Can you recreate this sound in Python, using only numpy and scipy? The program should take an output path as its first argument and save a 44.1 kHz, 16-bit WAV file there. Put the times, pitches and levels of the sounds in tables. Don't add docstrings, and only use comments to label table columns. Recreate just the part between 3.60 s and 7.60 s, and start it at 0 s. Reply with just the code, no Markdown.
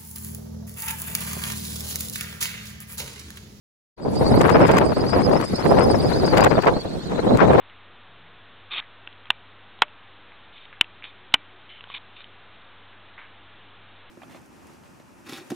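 import sys
import numpy as np
from scipy import signal
from scipy.fft import rfft, irfft, next_fast_len
from scipy.io import wavfile
from scipy.ndimage import uniform_filter1d, minimum_filter1d, map_coordinates

SR = 44100
rng = np.random.default_rng(int(sys.argv[2]) if len(sys.argv) > 2 else 0)


def bounce(signal):
    frames = np.transpose(np.atleast_2d(signal))
    limited = np.clip(frames, -1, 1)
    pcm = np.round(limited * 32767).astype(np.int16)
    wavfile.write(sys.argv[1], SR, pcm)


N = 176400

# t/s, speed/(turns per second)
ROTOR_SPEED = [(0, 8.3), (.7, 8.33), (1.0, 8.58), (1.35, 8.42), (1.7, 8.55), (2.25, 8.64), (2.7, 8.35),
               (3.1, 7.85), (3.5, 7.35), (4, 7.0)]
# t/s, low whistle level/dB, high whistle level/dB, swish level/dB
ROTOR_LEVEL = [(.36, -62, -74, -87), (.48, -51, -57, -59), (.68, -34, -58, -43.5), (1.0, -45.5, -60, -52),
               (1.35, -39, -54, -55.5), (1.9, -41, -53.5, -52.5), (2.35, -36, -48, -53.5),
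               (2.7, -35, -57.5, -51.5), (3.0, -42.5, -60, -59.5), (3.35, -43.5, -65, -59.5),
               (4, -43.5, -68, -53)]
# place round the rotor/(blade spacings), centre f/Hz, level/dB
LOW_WHISTLES = [(0, 4430, -2), (1, 4430, 0)]
# place round the rotor/(blade spacings), centre f/Hz, level/dB
HIGH_WHISTLES = [(0.29, 7250, 7), (2.2, 9000, 2.5), (1.6, 8600, -19)]
# place round the rotor/(blade spacings), centre f/Hz, half width/octave, level/dB
SWISHES = [(0, 6800, 0.5, 1.5), (1, 7790, 0.35, 0), (2, 8720, 0.31, -0.5)]
# t/s, level/dB
TREES_LEVEL = [(.36, -60), (.55, -39), (1.3, -41.5), (2.5, -34.5), (3.3, -42), (4, -40)]
# f/Hz, level/dB
TREES_SPECTRUM = [(100, 11), (600, -7), (1500, -3), (3000, -11), (4200, -7.5), (5600, -12.5), (7500, -18),
                  (10000, -25.5), (15000, -30)]
# t/s, rumble level/dB, middle level/dB, treble level/dB, left-right level/dB
WIND = [(0.36, -54, -71, -97, 9.0), (0.38, -48.5, -52, -55, 7), (0.46, -26.5, -29, -52, -1.0),
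        (0.58, -25.5, -28, -47, -1), (0.62, -21.5, -24.5, -43.5, -1), (0.7, -23.5, -27.5, -44, -1.5),
        (0.72, -18, -23.5, -38, -5), (0.9, -22, -17.5, -18.5, 13.5), (0.92, -23, -28.5, -36.5, 0),
        (0.96, -15.5, -8, -15, 4), (0.99, -20, -28, -32, -6), (1.02, -16.5, -12, -17, -5.5),
        (1.08, -24.5, -27, -29.5, 15), (1.1, -18.5, -17, -22.5, -6.5), (1.17, -21, -19, -20, 5),
        (1.28, -24.5, -27.5, -47, -5), (1.32, -21.5, -19.5, -30.5, -3), (1.34, -31.5, -36, -44, -6),
        (1.45, -23, -26, -37.5, 3.5), (1.51, -28.5, -32, -35, 17), (1.57, -24, -18.5, -29, 3),
        (1.62, -23, -30.5, -38.5, 5.5), (1.72, -22.5, -19.5, -36.5, -3.5), (1.83, -27, -28, -30.5, 12),
        (1.87, -38, -41, -53, 3), (1.94, -22.5, -39, -43, 0), (1.96, -43, -46.5, -51, 1.0),
        (1.99, -33, -30.5, -36, 11.0), (2.03, -33, -36.5, -41, 1), (2.06, -20.5, -25, -34.5, -1),
        (2.08, -21.5, -24, -42, -3), (2.13, -18.5, -12.5, -26, 5.5), (2.23, -23, -24, -31, 6),
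        (2.28, -20, -20.5, -60, 4), (2.3, -22, -23, -37.5, 1.5), (2.49, -22.5, -26, -43.5, 4),
        (2.52, -24, -23, -25, 23), (2.55, -26, -29.5, -46.5, 0), (2.65, -21.5, -26.5, -34, 2),
        (2.71, -23.5, -28, -36, 7), (2.74, -20, -15.5, -23.5, 13.5), (2.87, -20.5, -15.5, -19.5, 2.5),
        (2.89, -24.5, -25, -42, -5), (2.93, -24.5, -26.5, -29, 15), (2.99, -19.5, -18, -31, 6),
        (3.01, -36, -36.5, -36.5, 19), (3.08, -26, -18, -19, 2), (3.12, -24.5, -22.5, -42, -5),
        (3.21, -42.5, -40.5, -54, -2), (3.38, -28, -37.5, -67, 3), (3.4, -38.5, -45.5, -55, -8),
        (3.54, -27.5, -32, -40.5, 4.5), (3.62, -31, -33.5, -37.5, 3.5), (3.68, -21, -21, -43.5, 3),
        (3.75, -17.5, -22.5, -36, 4.5), (3.8, -27, -27, -23, 7), (3.82, -16, -15, -21.5, 3),
        (3.87, -23.5, -22, -37, 9), (3.89, -19, -16.5, -27.5, -2), (4.0, -23, -19, -28, 3)]
# f/Hz, level/dB
RUMBLE_SPECTRUM = [(15, -28), (28, -35), (50, -7.5), (80, -4), (140, 0), (260, -1.5), (370, -4.5),
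                   (600, -16.5), (1500, -70)]
# f/Hz, level/dB
ROAR_SPECTRUM = [(150, -25), (280, -13), (380, -3), (500, 1), (750, -5.5), (1000, -12), (1500, -27.5),
                 (3000, -66)]
# f/Hz, level/dB
RASP_SPECTRUM = [(500, -53), (850, 5), (1100, 3.5), (1600, -2), (2400, -9.5), (3500, -21), (5500, -33.5),
                 (9000, -52), (15500, -76)]
# t/s, level/dB, left-right level/dB
THUMPS = [(0.662, -5.5, 6), (0.716, -7, 2), (0.79, -8, 7), (0.954, -6, -1.5), (0.992, -3, 2),
          (1.017, 3, -7), (1.367, -7.5, 1), (1.559, -6, 5), (1.931, -9.5, 3), (2.055, -10, 1),
          (2.559, -9.5, -4), (2.632, -5.5, 2), (2.725, -9, 1), (3.059, -2, 2.5), (3.163, -8, 1.0),
          (3.251, -12, 1.0), (3.354, -19.5, -2), (3.669, -10, 2), (3.811, -3, 4)]
# f/Hz, level/dB
THUMP_SPECTRUM = [(40, -6), (130, 2.5), (500, 5.5), (1000, -9.5), (2000, -24.5), (4000, -49.5),
                  (12000, -61)]
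# t/s, level/dB, half-length to 1/e of the peak/s, left-right level/dB
CRACKLES = [(.815, -19.5, 0.0033, 13), (0.883, -35, .008, 8), (.898, -23, 0.0056, 8),
            (1.077, -30, 0.013, 16), (1.117, -21.5, 0.0044, 19), (1.17, -27, .006, 18),
            (1.185, -11.5, 0.003, 37), (1.814, -25.5, 0.0018, 18), (2.727, -36, .003, 7),
            (2.773, -18, 0.0042, 27), (2.782, -16, 0.0026, 23), (2.809, -22, 0.0048, 20),
            (2.841, -15, 0.0022, 28), (2.847, -14.5, 0.0028, 32), (3.024, -28, 0.0035, 12),
            (3.056, -32, 0.0017, 13), (3.076, -33, 0.0026, 16), (3.774, -27.5, 0.0037, 13)]
# f/Hz, level/dB
CRACKLE_SPECTRUM = [(300, -5), (1500, 7.5), (3500, -3.5), (5500, -11), (7000, -6), (10000, -18),
                    (15500, -18.5)]

BLADES, FACING_S = 3, .553
USUAL_SPEED, PITCH_POWER = 8.5, 1.35
SKEW = .45
LOW_DOPPLER, HIGH_DOPPLER = .145, .23
LOW_BEAM_DB, HIGH_BEAM_DB, SWISH_BEAM_DB = 6.3, 30, 16
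LOW_LEAD_S, HIGH_LEAD_S = .005, .013
LOW_WIDTH_HZ, HIGH_WIDTH_HZ = 240, 380
BREATHY, BREATHY_PER_SPEED = .2, .3
FLUTTER_DB, FLUTTER_PER_S = 3.3, 80
SCATTERED_DB = -2.5
SWISH_SKIRT_DB = -9
LEFT_LEAD_S = .00014
PATCHY_DB = 2.8
THUMP_DB, THUMP_RISE_S, THUMP_DECAY_S = -5, .002, .012
OPEN_S, OPEN_FADE_S = 0.363, 0.017
CEILING, LIMIT_HOLD_S = 0.89, 0.0045
TOP_HZ = 15800


def amp(db):
    return 10 ** (np.asarray(db) / 20)


def unit(x):
    return x / np.sqrt(np.mean(x ** 2) + 1e-20)


def clock():
    return np.arange(N) / SR


def curves(rows):
    s, *columns = np.transpose(rows)
    return [np.interp(clock(), s, column) for column in columns]


def wobble(rate):
    return map_coordinates(rng.standard_normal(N // 2), [clock() * rate], mode="mirror")


def filtered(x, response):
    m = next_fast_len(N + 8192)
    return irfft(rfft(x, m) * response(np.fft.rfftfreq(m, 1 / SR)), m)[..., :N]


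def noise(spectrum):
    f, db = np.transpose(spectrum)

    def colour(hz):
        return amp(np.interp(np.log(hz + 1), np.log(f), db))

    return unit(filtered(rng.standard_normal((2, N)), colour))


def panned(pan_db):
    gains = amp(np.array([pan_db, -pan_db]) / 2).reshape(2, -1)
    return gains / np.sqrt(np.mean(gains ** 2, axis=0))


def approach(speed, blade):
    turns = np.cumsum(speed) / SR
    facing_turns = np.interp(FACING_S, clock(), turns)
    angle = 2 * np.pi * (turns - facing_turns - blade / BLADES)
    return np.cos(angle + SKEW * (1 - np.cos(angle)))


def band(centre_hz, width_hz):
    phase = 2 * np.pi * np.cumsum(centre_hz) / SR
    return wobble(width_hz) * np.cos(phase) + wobble(width_hz) * np.sin(phase)


def whistle(speed, blade, centre_hz, width_hz, doppler, beam_db, lead_s):
    near = approach(speed, blade)
    pitch = centre_hz * (speed / USUAL_SPEED) ** PITCH_POWER
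    pitch = pitch * (1 + doppler * near) * (1 + .02 * wobble(40))
    broad = BREATHY + BREATHY_PER_SPEED * np.maximum(USUAL_SPEED - speed, 0)

    def fuzz():
        return (band(pitch, width_hz) + broad * band(pitch, 4 * width_hz)) / np.hypot(1, broad)

    early_near = np.interp(clock() + lead_s, clock(), near)
    beam = amp(beam_db * early_near + FLUTTER_DB * wobble(FLUTTER_PER_S))
    direct = fuzz()
    scattered = amp(SCATTERED_DB) * np.array([fuzz(), fuzz()])
    return unit((direct + scattered) * beam)


def whistles(rows, speed, *settings):
    return unit(sum(amp(db) * whistle(speed, blade, hz, *settings) for blade, hz, db in rows))


def swish(speed, blade, centre_hz, octaves):
    near = approach(speed, blade)
    centre = centre_hz * (speed / USUAL_SPEED) ** PITCH_POWER * (1 + HIGH_DOPPLER * near)
    width = centre_hz * (2 ** octaves - 2 ** -octaves)

    def hiss():
        return band(centre, width) + amp(SWISH_SKIRT_DB) * band(centre, 2 * width)

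    beam = amp(SWISH_BEAM_DB * near + FLUTTER_DB * wobble(FLUTTER_PER_S))
    return unit(np.array([hiss(), hiss()]) * beam)


def turbine():
    speed, = curves(ROTOR_SPEED)
    low_db, high_db, swish_db = curves(ROTOR_LEVEL)
    low = whistles(LOW_WHISTLES, speed, LOW_WIDTH_HZ, LOW_DOPPLER, LOW_BEAM_DB, LOW_LEAD_S)
    high = whistles(HIGH_WHISTLES, speed, HIGH_WIDTH_HZ, HIGH_DOPPLER, HIGH_BEAM_DB, HIGH_LEAD_S)
    tones = amp(low_db) * low * panned(pan_db=-1) + amp(high_db) * high * panned(pan_db=5)

    def left_first(hz):
        return np.exp(1j * np.pi * hz * LEFT_LEAD_S * np.array([[1], [-1]]))

    ports = filtered(tones, left_first)
    hiss = unit(sum(amp(db) * swish(speed, blade, hz, octaves) for blade, hz, octaves, db in SWISHES))
    return ports + amp(swish_db) * hiss * panned(pan_db=3.5)


def trees():
    level_db, = curves(TREES_LEVEL)
    return amp(level_db + 0.5 * wobble(3.44)) * noise(TREES_SPECTRUM)


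def patchy(x):
    z = signal.stft(x, nperseg=512)[2]
    field = rng.standard_normal(z.shape[1:])
    field = uniform_filter1d(uniform_filter1d(field, size=5, axis=0), size=5, axis=1)
    return signal.istft(z * amp(PATCHY_DB * unit(field)), nperseg=512)[1][:, :N]


def buffeting():
    rumble_db, roar_db, rasp_db, pan_db = curves(WIND)
    eddies = np.array([wobble(85), wobble(85)])
    spits = np.array([wobble(320), wobble(320)])

    def layer(spectrum, eddy_db, spit_db):
        return unit(noise(spectrum) * amp(eddy_db * np.tanh(eddies) + spit_db * spits))

    rumble = layer(RUMBLE_SPECTRUM, eddy_db=2.5, spit_db=0.4) * panned(0.42 * pan_db - .3)
    roar = layer(ROAR_SPECTRUM, eddy_db=6.5, spit_db=2.33) * panned(0.99 * pan_db - .7)
    rasp = layer(RASP_SPECTRUM, eddy_db=8.5, spit_db=4.5) * panned(0.98 * pan_db + 1.5)
    return amp(rumble_db + 3.5) * rumble + amp(roar_db + 4.0) * roar + amp(rasp_db + 4.0) * rasp


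def thumps():
    puffs = 0
    for s, db, pan_db in THUMPS:
        age = np.maximum(clock() - s, 0)
        envelope = (1 - np.exp(-age / THUMP_RISE_S)) * np.exp(-age / THUMP_DECAY_S)
        puffs = puffs + amp(db) * envelope * panned(pan_db)
    return amp(THUMP_DB) * puffs * noise(THUMP_SPECTRUM)


def crackles():
    bursts = 0
    for s, db, length, pan_db in CRACKLES:
        envelope = np.exp(-np.minimum(((clock() - s) / length) ** 2, 50))
        bursts = bursts + amp(db) * envelope * panned(pan_db)
    return bursts * unit(noise(CRACKLE_SPECTRUM) * amp(4.9 * wobble(1200)))


def scene():
    distant = amp(-0.06) * patchy(turbine() + trees())
    return distant + buffeting() + thumps() + crackles()


def record(dry):
    x = dry * np.clip((clock() - OPEN_S) / OPEN_FADE_S, 0, 1) ** 2
    hold = int(LIMIT_HOLD_S * SR) + 1
    needed = np.minimum(1, CEILING / (np.abs(x) + 1e-9))
    gain = uniform_filter1d(minimum_filter1d(needed, 2 * hold), hold)
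    return filtered(x * gain, lambda hz: np.clip((TOP_HZ - hz) / 200, 0, 1))


dry = scene()
out = record(dry)
bounce(out)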